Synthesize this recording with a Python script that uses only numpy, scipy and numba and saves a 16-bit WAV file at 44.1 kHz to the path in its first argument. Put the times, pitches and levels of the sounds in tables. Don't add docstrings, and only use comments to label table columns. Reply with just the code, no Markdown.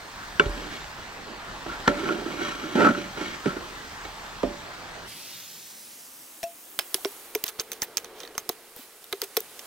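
import sys
import numpy as np
from scipy import signal
from scipy.io import wavfile
from scipy.ndimage import uniform_filter1d
from numba import njit

SR = 44100
rng = np.random.default_rng(int(sys.argv[2]) if len(sys.argv) > 2 else 0)


def log_audio(samples):
    frames = np.atleast_2d(samples).T
    limited = np.clip(frames, -1, 1)
    pcm = np.round(limited * 32767).astype(np.int16)
    wavfile.write(sys.argv[1], SR, pcm)


def field_ratio(decibels):
    return 10 ** (np.asarray(decibels, dtype=float) / 20)


N = 426006

# time in seconds, factor on every pitch (1 = slow motion).
SPEED = [(0, 1), (5.07, 1), (5.09, 2.8), (5.3, 3.2), (5.6, 4.2), (5.9, 6), (6.25, 7.6), (6.55, 8.3),
         (6.79, 8.75), (6.94, 9.37), (7.48, 10.74), (7.7, 10.88), (9.7, 10.88)]
# time in seconds, sizzle level in dB, how open the hot steel lies (about -1 to 1).
FRYING = [(0, -41.5, 0.25), (.62, -38, 0.054), (1.32, -40.5, -0.18), (1.9, -36.5, -0.15), (2.5, -41, 0.23),
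          (3.35, -39, 0.13), (3.9, -40, 0.17), (5.05, -40, -0.094), (5.1, -41, 0.27), (5.3, -41, 0.36),
          (5.51, -42, 0.32), (6.5, -47, -0.14), (7.05, -41.5, -0.4), (7.56, -48.5, -0.88), (8.2, -49, -1.5),
          (8.6, -50, -0.61), (9.0, -49.5, -0.29), (9.66, -45.5, -0.48)]


def evened(x):
    return x / np.sqrt(np.mean(x ** 2) + 1e-20)


def read(points, hz):
    f, value = np.transpose(points)
    return np.interp(np.log(hz + 1), np.log(f + 1), value)


def curve(rows, t):
    s, *columns = np.transpose(rows)
    return np.array([np.interp(t, s, c) for c in columns])


def add(mix, s, sound):
    part = mix[..., round(s * SR):][..., :sound.shape[-1]]
    part += sound[..., :part.shape[-1]]


@njit
def ring(drive, speed, turn, fade):
    out, state, step = np.zeros(len(drive)), 0j, 0j
    for n in range(len(drive)):
        if n % 32 == 0:
            step = np.exp((1j * turn - fade) * speed[n]) * (turn * speed[n] < 2.7)
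        state = state * step + drive[n]
        out[n] = state.imag
    return out


@njit
def radiate(x, speed, turn):
    out, last, a, b = np.zeros(len(x)), 0., 0., 0.
    for n in range(len(x)):
        keep = 1 / (1 + turn * speed[n])
        before = a
        a = keep * (a + x[n] - last)
        b = keep * (b + a - before)
        last, out[n] = x[n], b
    return out


def sizzle():
    # pitch in slow motion in Hz, strength in dB per Hz.
    fizz_colour = [(13, -16), (36, -2), (550, -6.5), (850, -2.5), (1780, -2), (2200, -8.5), (4300, -11.5),
                   (12400, -26)]
    # time in seconds, lift in dB per octave.
    top_lift = [(5.08, -1), (5.6, 5), (6.1, 5), (6.4, 3.5), (6.75, 8), (7.2, 5), (7.6, 4.5), (8.0, 3),
                (8.6, 0.5), (9.66, -1.5)]
    spit_size = field_ratio(3.0 * np.minimum(rng.exponential(1, (2, N)), 5))
    spits = spit_size * (rng.random((2, N)) < 2500 / SR)
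    noise = rng.standard_normal((2, N)) * (1 + .8 * spits)
    hz, t, z = signal.stft(noise, SR, nperseg=1024, noverlap=768)
    speed = curve(SPEED, t)
    level_db, bare = curve(FRYING, t)
    tilt_db = 4.5 * bare * np.log2(hz[:, None] / 2000 + 0.55)
    colour = field_ratio(read(fizz_colour, hz[:, None] / speed) + tilt_db)
    colour *= field_ratio(curve(top_lift, t) * np.log2(np.maximum(hz[:, None] / 8200, 1)))
    patches = uniform_filter1d(rng.standard_normal(colour.shape), 10, 0)
    patches = evened(uniform_filter1d(patches, 12, 1))
    patch_db = 1.5 * patches / speed ** 0.28
    z *= colour / np.sqrt((colour ** 2).mean(0)) * field_ratio(level_db - 1.0 + patch_db)
    return signal.istft(z, SR, nperseg=1024, noverlap=768)[1][:, :N]


def burner(speed):
    bare = curve(FRYING, np.arange(N) / SR)[1]
    level_db = -43 + (speed > 1.5) * (-11 - 12 * bare)
    return field_ratio(level_db - 42.0) * np.sqrt(speed) * rng.standard_normal((2, N))


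def blows():
    # time in seconds, then click, thud, bowl and rim in dB.
    slow_knocks = [(0.396, -16, -38.5, -12, -16), (0.431, -47, -33.5, -41, -51),
                   (0.4571, -21, -23, -24.5, -52), (1.662, -37, -46, -22.5, -34),
                   (1.8758, -6.5, -41, -6.5, -16), (2.037, -44, -58, -31, -36), (2.056, -41, -58, -22, -30),
                   (2.073, -36, -65, -37, -36), (2.0878, -32, -59, -16.5, -20.5),
                   (2.215, -50, -62, -26, -51), (2.2601, -43, -54, -24, -31),
                   (2.4087, -32, -53, -21.5, -29), (2.6363, -49, -60, -31.5, -35),
                   (2.7536, -17, -62, -10.5, -36), (2.806, -36, -58, -24, -15), (2.828, -21, -65, -25, -25),
                   (2.846, -29, -54, -25, -19.5), (2.869, -28, -60, -24, -15.5),
                   (2.8872, -20, -56, -34, -19.5), (2.948, -36, -60, -31, -27),
                   (3.1704, -43, -53, -27.5, -52), (3.2077, -31, -60, -40, -38),
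                   (3.4581, -50, -62, -12.5, -26), (3.5657, -50, -66, -24.5, -30.5),
                   (3.6076, -49, -45, -29, -40), (4.0498, -19.5, -41, -32, -49),
                   (4.431, -24, -40, -11.5, -51)]
    fast_knocks = [(6.7904, 10, -27.5, -13, -28), (6.9435, 17, -31.5, -31, -16),
                   (7.0482, -9, -17.5, -15.5, -44), (7.3501, 11, -24.5, -22.5, -25),
                   (7.4396, 4, -39, -22, -25), (7.4802, -30, -39, -23.5, -42),
                   (7.597, -1.5, -33.5, -20, -44), (7.718, 11, -34, -28, -42), (7.8202, 9, -38, -14, -40),
                   (7.9708, 11, -43, -21.5, -36), (8.045, -4, -44, -31, -52), (8.056, -28, -58, -37, -52),
                   (8.203, -40.5, -45, -25, -55), (8.2334, -40, -33.5, -30, -55),
                   (8.275, -44, -60, -36, -55), (8.3487, -45, -36, -40, -44), (8.3795, 7, -68, -28, -23),
                   (8.4922, 12, -21, -28, -42), (8.763, -11, -36, -50, -19), (9.1269, 5, -25.5, -17.5, -28),
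                   (9.2178, 14, -27.5, -22, -23), (9.241, -27, -36, -50, -36),
                   (9.3685, 12, -21.5, -16, -25), (9.4043, -20, -37, -48, -28)]
    # time in seconds, click in dB.
    ticks = [(6.8108, -5), (7.4814, -6), (7.636, -15), (7.732, 0), (7.9795, 5), (8.3525, -11), (8.796, -30),
             (9.0425, -9), (9.373, 1), (9.593, 1)]
    # time in seconds, ring in dB.
    lips = [(.396, -18.5), (1.8765, -17.5), (4.433, -18), (6.795, -28), (6.9467, -27), (7.597, -15),
            (7.8196, -17), (7.9709, -12.5), (8.3795, -22.5)]
    touches = [(s, db, db - 48.5, db - 32, db - 37) for s, db in ticks]
    rows = []
    for s, click, thud, bowl, rim in slow_knocks + fast_knocks + touches:
        ladle = max(bowl - 13.5, click - 36)
        rows.append((s, thud, bowl, ladle, rim, click))
    return rows + [(s, -99, -99, db, -99, -99) for s, db in lips]


def knocks(speed):
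    drive = np.zeros((5, 2, N))
    for s, *parts_db in blows():
        pace = speed[round(s * SR)]
        fast = pace > 2
        t = np.arange(2000) / SR * pace ** 0.95
        contact = (1 - np.exp(-t / .0012)) * np.exp(-t / .003)
        rattle = field_ratio(-21.5 + 10 * fast) * np.exp(-t / 0.034)
        contact = (contact + rattle) * rng.standard_normal((2, 2000))
        contact /= np.linalg.norm(contact, axis=1)[:, None]
        part_gain_db = np.array([2.5, -4.0, -7.5, -2.5 - 15 * fast, 0.5 - 11 * fast])
        push = field_ratio(np.array(parts_db) + part_gain_db)[:, None, None] * contact
        add(drive[1:], s, push[1:])
        thud_lag_s = 0.00504 * fast
        add(drive[0], s + thud_lag_s, push[0])
    return drive


def pressure(speed):
    # start in seconds, length in seconds, then grit, bowl and rim in dB.
    strokes = [(0.404, 0.076, -38, -44, -45), (.47, 0.13, -40, -43, -55), (0.543, 0.19, -38, -29.5, -56),
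               (0.702, 0.092, -31.5, -30.5, -57), (1.258, 0.097, -57, -31.5, -57),
               (1.653, 0.13, -37, -40, -34.5), (1.863, 0.037, -45, -44, -25), (1.882, 0.024, -56, -43, -45),
               (1.926, 0.31, -32.5, -25.5, -31.5), (2.19, 0.37, -33.5, -26.5, -40.5),
               (2.373, 0.24, -34, -34.5, -41), (2.39, .17, -33, -45, -43), (2.535, 0.19, -33, -28, -39),
               (2.68, 0.11, -31, -26.5, -37), (2.748, 0.13, -39, -14, -21), (2.768, 0.068, -42, -14.5, -25),
               (2.812, 0.075, -39, -12.5, -19), (2.838, 0.08, -39, -15, -31),
               (2.885, 0.046, -38, -20.5, -29), (2.904, 0.2, -33, -26, -48), (3.147, 0.12, -31.5, -25, -38),
               (3.217, 0.17, -29, -28, -43), (3.432, 0.11, -33, -42, -31), (7.453, 0.028, -32, -59, -65),
               (7.476, 0.03, -30.5, -62, -65), (7.586, 0.025, -49, -41, -54),
               (7.598, 0.027, -32.5, -56, -48), (7.813, 0.041, -36, -59, -39), (8.143, 0.15, -54, -54, -61),
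               (8.75, 0.13, -42.5, -63, -64), (9.229, 0.022, -32, -51, -58), (8.386, .024, -40, -60, -60),
               (8.505, 0.033, -46, -69, -60)]
    gain = np.zeros((3, N))
    peak = 0.46
    for s, length, *parts_db in strokes:
        u = np.arange(0, 1, 1 / (length * SR))
        away = np.where(u < peak, 1 - u / peak, (u - peak) / (1 - peak))
        add(gain, s, field_ratio(np.array(parts_db)[:, None] - 19 * away ** 3))
    for s, _, bowl, _, rim, click in blows():
        pace = speed[round(s * SR)]
        start_db = np.array([click, bowl, rim]) + [-27, -7, -19]
        start_db = start_db - 13.5 * np.log10(pace) - 9 * (pace > 2)
        fade_db_per_s = 179.5 * pace ** 0.29
        add(gain, s + 0.0027, field_ratio(start_db[:, None] - fade_db_per_s * np.arange(12000) / SR))
        graze_s = 0.017 / pace ** 0.29
        graze = np.arange(0, 1, 1 / (graze_s * SR)) ** 2
        add(gain, s - graze_s, field_ratio(start_db[:, None] - 25.5) * graze)
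    return uniform_filter1d(gain, 300) * np.sqrt(speed)


def drags(speed):
    grit, bowl, rim = pressure(speed)
    clumps = field_ratio(1.6 * evened(uniform_filter1d(rng.standard_normal(N), 400)))
    size = field_ratio(1.8 * np.minimum(rng.exponential(1, (2, N)), 5)) * rng.choice([-1, 1], (2, N))
    chance = np.minimum(3000 * speed / SR, .5)
    slips = evened(clumps * size * (rng.random((2, N)) < chance))
    pushes = [field_ratio(-76.0) * bowl, field_ratio(-27.0) * bowl, field_ratio(-43.0) * bowl, field_ratio(-26.5) * rim, field_ratio(-11.5) * grit]
    return slips * np.array(pushes)[:, None]


def wok(speed):
    # pitch in Hz, level in dB, 60 dB fade in seconds.
    part_notes = [
        [(35.6, -3, 0.6), (40.4, 4.5, 0.57), (64, -10, 0.37), (92, -16, 0.16)],
        [(159, 3.5, 0.018), (189, -20.5, 0.63), (235, -9, 0.13), (292, -2, 0.068), (337.7, -3.5, 0.056),
         (378, 0.5, 0.031), (475, -2.5, 0.023), (705, -15, 0.035), (850, -12.5, 0.039), (1050, -19.5, 0.013)],
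        [(517, 16.5, 0.03), (581, 3.5, 0.42), (650, -20, 0.066), (1100, -17.5, 0.015)],
        [(703, -6.5, 0.14), (944, -5.5, 0.071), (1110, 5.5, 0.019), (1336.6, 4.5, 0.086), (1385, 8, 0.062),
         (1461, -4.5, 0.076)],
        [(390, -8.5, 0.0029), (1400, 2, 0.002), (1825, -21, 0.071), (2213, -18, 0.057), (2386, -20, 0.024),
         (2870, -11.5, 0.0097), (3210, -21, 0.044), (3875, -17.5, 0.016), (4520, -32, 0.062),
         (5560, -16, 0.0069)],
    ]
    cut_follow = [1, .5, .5, .5, .3]
    cut_share = [0.81, 1, 0.72, 0.82, 0.81]
    drive, out = knocks(speed) + drags(speed), np.zeros((2, N))
    drive[0] += burner(speed)
    for part, modes, follow, share in zip(drive, part_notes, cut_follow, cut_share):
        cut = share * 2 * np.pi * modes[0][0] / SR
        cut_speed = speed ** follow
        for k in range(2):
            rings = sum(field_ratio(db) * ring(part[k], speed, 2 * np.pi * hz / SR, np.log(1000) / t60 / SR)
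                        for hz, db, t60 in modes)
            out[k] += radiate(radiate(rings, cut_speed, cut), cut_speed, cut)
    return out


def tap(s, level_db, modes, tick_db):
    t, out = np.arange(8000) / SR, np.zeros((2, N))
    played = np.cumsum((curve(SPEED, s + t)[0] / curve(SPEED, s)[0]) ** 0.46) / SR
    rings = sum(field_ratio(db - 60 * t / t60) * np.sin(2 * np.pi * hz * played) for hz, db, t60 in modes)
    rings = rings * (1 - np.exp(-t / 0.0012))
    tick = rng.standard_normal((2, 8001))[:, 1:] * np.exp(-t / .004)
    add(out, s, field_ratio(level_db) * (rings + field_ratio(tick_db) * tick))
    return out


def clank():
    # pitch in Hz, level in dB, 60 dB fade in seconds.
    clank_notes = [(1526, 10.5, 0.022), (2290, -14.5, 0.096), (2685, 8, 0.011), (2850, 0.5, 0.025),
                   (3500, -14.5, 0.055)]
    return tap(.3965, -9, clank_notes, tick_db=-56)


def spots():
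    # time in seconds, dB, lower Hz, upper Hz.
    chinks = [(6.7904, -12, 3660, 14600), (6.7948, -14, 2500, 5150), (6.9435, -8, 6030, 9900),
              (6.9462, -13, 5560, 10500), (7.0482, -19, 1335, 4690), (7.0508, -39, 2325, 7400),
              (7.0563, -24, 2180, 5600), (7.3501, -12, 5600, 12100), (7.3531, -11, 2280, 12000),
              (7.4397, -13.5, 3040, 12500), (7.4638, -30, 3790, 13350), (7.4799, -20, 4300, 6000),
              (7.4857, -27, 4565, 7100), (7.4902, -27, 6300, 7800), (7.6114, -32, 1120, 6420),
              (7.7176, -22, 3900, 12360), (7.7317, -25, 9345, 12100), (7.8207, -22, 1850, 6300),
              (7.8252, -29, 2240, 5470), (7.8288, -22, 1830, 6340), (7.8322, -23, 1870, 15200),
              (7.9711, -9, 5970, 8400), (7.9803, -18, 2530, 6500), (8.0456, -31, 4300, 5940),
              (8.1935, -44, 5900, 9500), (8.2027, -34, 3130, 5940), (8.2331, -31, 1970, 3830),
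              (8.2358, -38, 1640, 3660), (8.2508, -34, 1900, 3875), (8.2759, -35, 1900, 4390),
              (8.352, -37, 1420, 3000), (8.3795, -15, 1230, 12700), (8.3798, -18, 2130, 7560),
              (8.3834, -28, 4000, 6270), (8.492, -11, 11370, 14100), (8.4944, -22, 3820, 10100),
              (8.7635, -35, 11450, 13260), (9.0417, -36, 3600, 13200), (9.1268, -22, 2330, 11400),
              (9.1296, -17.5, 2300, 3800), (9.2176, -11, 4520, 13220), (9.2389, -27, 8350, 12000),
              (9.3684, -9, 5100, 13400), (9.3727, -8.5, 5700, 12000), (9.4034, -27, 6030, 13300),
              (9.4054, -17, 13000, 14800), (9.5928, -30, 3000, 5630), (9.5972, -38, 2885, 5210)]
    # time in seconds, dB, lower Hz, upper Hz.
    more_chinks = [(6.7903, -13, 3150, 8800), (6.7956, -26, 5000, 9600), (6.808, -33, 4000, 4700),
                   (6.9433, -11.5, 3500, 12800), (6.948, -19, 3000, 10800), (7.361, -31, 6000, 6400),
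                   (7.4374, -30, 11000, 15600), (7.4395, -10.5, 6900, 15100), (7.44, -14.5, 4780, 12300),
                   (7.4413, -21, 4050, 13000), (7.8213, -20, 5400, 6200), (8.4965, -26, 2040, 3950),
                   (9.2225, -28, 2200, 3300), (9.3704, -15, 3700, 3970)]
    # time in seconds, dB, Hz, 60 dB fade in seconds.
    booms = [(0.398, -10.5, 413, 0.082), (.458, -21.5, 406, 0.083), (1.664, -30, 320, 0.043),
             (2.06, -20, 298, 0.074), (2.262, -17.5, 320, 0.046), (2.7545, -11, 246, 0.075),
             (2.7545, -25, 594, 0.028), (3.169, -27, 277, .06), (3.21, -18.5, 318, 0.05),
             (3.46, -14.5, 187, 0.11), (4.433, -16, 257, 0.1), (.398, -6.5, 1050, 0.029),
             (1.879, -34, 593, 0.18), (2.089, -18, 1400, 0.072), (3.46, -17.5, 390, 0.08),
             (4.432, -16, 398, 0.062), (4.433, -19.5, 678, 0.093), (6.793, -28, 800, .03),
             (7.05, -30, 884, 0.029), (7.353, -28, 960, .03), (7.824, -29, 830, 0.044),
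             (7.973, -35, 890, .03), (8.38, -35, 700, 0.02), (8.495, -33, 730, .025),
             (9.13, -31, 1250, .03), (9.22, -31, 940, 0.025), (9.374, -32, 674, 0.043),
             (.4, -28, 160.4, 0.19), (1.86, -22, 1455, 0.066), (4.432, -22, 197, 0.14),
             (4.433, -23, 550, 0.054), (7.054, -23, 405, 0.091), (8.79, -36, 264, 0.057),
             (9.134, -26.5, 397, 0.081), (9.227, -27, 390, 0.089)]
    # time in seconds, dB, Hz.
    catches = [(1.973, -26, 282), (1.997, -22.5, 330), (2.031, -18.5, 380), (2.106, -16.5, 336),
               (2.124, -23, 375), (2.154, -21, 342), (2.184, -27, 400), (2.221, -27, 401),
               (2.412, -22, 348), (2.641, -19, 317), (2.779, -11, 385), (2.795, -13, 340), (2.815, -9, 404),
               (2.806, -17, 1380), (2.828, -13, 1400), (2.846, -6.5, 1323), (2.858, -14, 1300),
               (2.868, -10, 1314), (2.888, -8.5, 1415), (2.905, -18.5, 248), (3.461, -18, 150),
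               (4.4335, -12.5, 536), (2.832, -17, 340), (2.865, -13, 402), (2.887, -15.5, 238),
               (1.88, -22, 581), (3.46, -16, 258), (6.981, -36, 750)]
    out, t = np.zeros((2, N)), np.arange(6000) / SR
    notes = []
    for s, db, *pair in chinks + more_chinks:
        soft_s = .0003 * max(-14 - db, 0)
        for hz, lift_db in zip(pair, (-2.5, 1.25)):
            notes.append((s, db + lift_db, hz, 0.004 + 5 / hz + soft_s, 0.0002))
    notes += [(*row, .003) for row in booms]
    notes += [(s, db, hz, 0.028 + 14 / hz, .002) for s, db, hz in catches]
    phases = np.array([[0], [np.pi / 2]])
    for s, db, hz, t60, rise in notes:
        swell = field_ratio(db - 60 * t / t60) * (1 - np.exp(-t / rise))
        add(out, s, swell * np.sin(2 * np.pi * hz * t + phases))
    for s, db, *_ in chinks + more_chinks:
        crack = np.diff(rng.standard_normal((2, 201))) / 2
        add(out, s, field_ratio(db - 1) * np.exp(-t[:200] / .0004) * crack)
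    return signal.lfilter(*signal.butter(2, 140, "high", fs=SR), out)


def smack():
    # pitch in Hz, level in dB, 60 dB fade in seconds.
    smack_notes = [(964, 1, 0.015), (1362, -14, 0.084), (1690, 4, 0.013), (2120, -18, 0.055),
                   (1150, -3, 0.012), (2630, -7, 0.0079), (3320, -11, 0.0094), (4300, -5, 0.008),
                   (5240, -17, 0.009)]
    return tap(1.878, -3.5, smack_notes, tick_db=-26)


def bottle():
    # pitch in Hz, level in dB, 60 dB fade in seconds.
    bottle_notes = [(675, 4, 0.18), (700, -12, 0.12), (1800, 0.5, 0.015), (2500, 6, 0.014),
                    (2620, -12, 0.096), (2690, -11, 0.092), (5640, 1.5, 0.028)]
    s, rock_s = 6.4303, .0075
    return tap(s, -33.5, bottle_notes, tick_db=6.5) + tap(s + rock_s, -32.5, bottle_notes, tick_db=3)


def puffs():
    # time in seconds, level in dB, length in seconds.
    pushes = [(6.789, -30.5, 0.00074), (6.944, -35, 0.00086), (7.0484, -42, 0.00075), (7.353, -27, 0.0007),
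              (7.4405, -28.5, 0.0011), (7.593, -25, 0.00064), (7.718, -34, 0.00065),
              (7.824, -24.5, 0.00096), (7.971, -30, 0.00086), (8.38, -24, 0.00074), (8.492, -25, 0.00095),
              (8.767, -37, 0.00095), (9.125, -41, 0.0021), (9.217, -33, 0.00077), (9.37, -30, 0.00067)]
    out = np.zeros((2, N))
    for s, db, length in pushes:
        add(out, s, field_ratio(db) * np.sin(np.pi * np.arange(0, 1, 1 / (length * SR)))[None] ** 2)
    return out


def ports(pair, diffuse):
    # pitch in Hz, how alike the two sides are (0 to 1).
    likeness = [(40, 0.97), (150, 0.94), (400, 0.45), (950, 1), (2000, 0.27), (3500, 0.66), (9000, 0.16)]
    # pitch in Hz, left over right in dB.
    balance = [(60, 0.5), (110, -.5), (200, 0.5), (380, -8.5), (700, -3.5), (1290, 1.5), (2380, -1),
               (4400, 0), (8120, 0), (15000, -0.5)]
    # pitch in Hz, how far left leads in radians.
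    left_lead = [(90, 0), (260, -.7), (600, .5), (1120, -.3), (1640, -2.2), (2670, -.8), (4400, -1),
                 (9500, -2), (13000, -4.4), (16000, -4.7)]
    hz, t, (a, b) = signal.stft(pair, SR, nperseg=256, noverlap=192)
    speed = curve(SPEED, t)
    slow_hz = hz[:, None] / speed
    apart = 0.096 * (speed > 2) * np.minimum(hz[:, None] / 8000, 1)
    same = np.clip(1 - diffuse * (1 - read(likeness, slow_hz)) - apart, 0, 1)
    lean = field_ratio(read(balance, slow_hz) / 2)
    lead = read(left_lead, slow_hz)
    left = lean * np.exp(1j * lead) * (same * a + np.sqrt(1 - same ** 2) * b)
    return signal.istft(np.array([left, a / lean]), SR, nperseg=256, noverlap=192)[1][:, :N]


def scene():
    speed = curve(SPEED, np.arange(N) / SR)[0]
    struck = wok(speed) + clank() + spots() + smack() + bottle() + puffs()
    return ports(struck, diffuse=.45) + ports(sizzle(), diffuse=1)


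def roll_off(x):
    return signal.sosfilt(signal.butter(12, 17140, fs=SR, output="sos"), x)


def record(dry):
    dry = 1.1 * np.tanh(dry / 1.1)

    def fir(hz, **kind):
        return signal.firwin(801, hz, window=("kaiser", 9), fs=SR, **kind)[None]

    gap = signal.oaconvolve(dry, fir((9750, 12300), pass_zero=False), "same")
    top = signal.oaconvolve(dry, fir(15850, pass_zero=False), "same")
    slowed = np.clip((5.045 - np.arange(N) / SR) / 0.019, 0, 1)
    attack = uniform_filter1d((top ** 2).mean(0), 200) > field_ratio(-35) ** 2
    opened = .28 * uniform_filter1d(attack * (1 - slowed), 100)
    mix = dry - slowed * gap - (1 - opened) * top
    return roll_off(signal.oaconvolve(mix, fir(16800), "same"))


dry = scene()
out = record(dry)
log_audio(out)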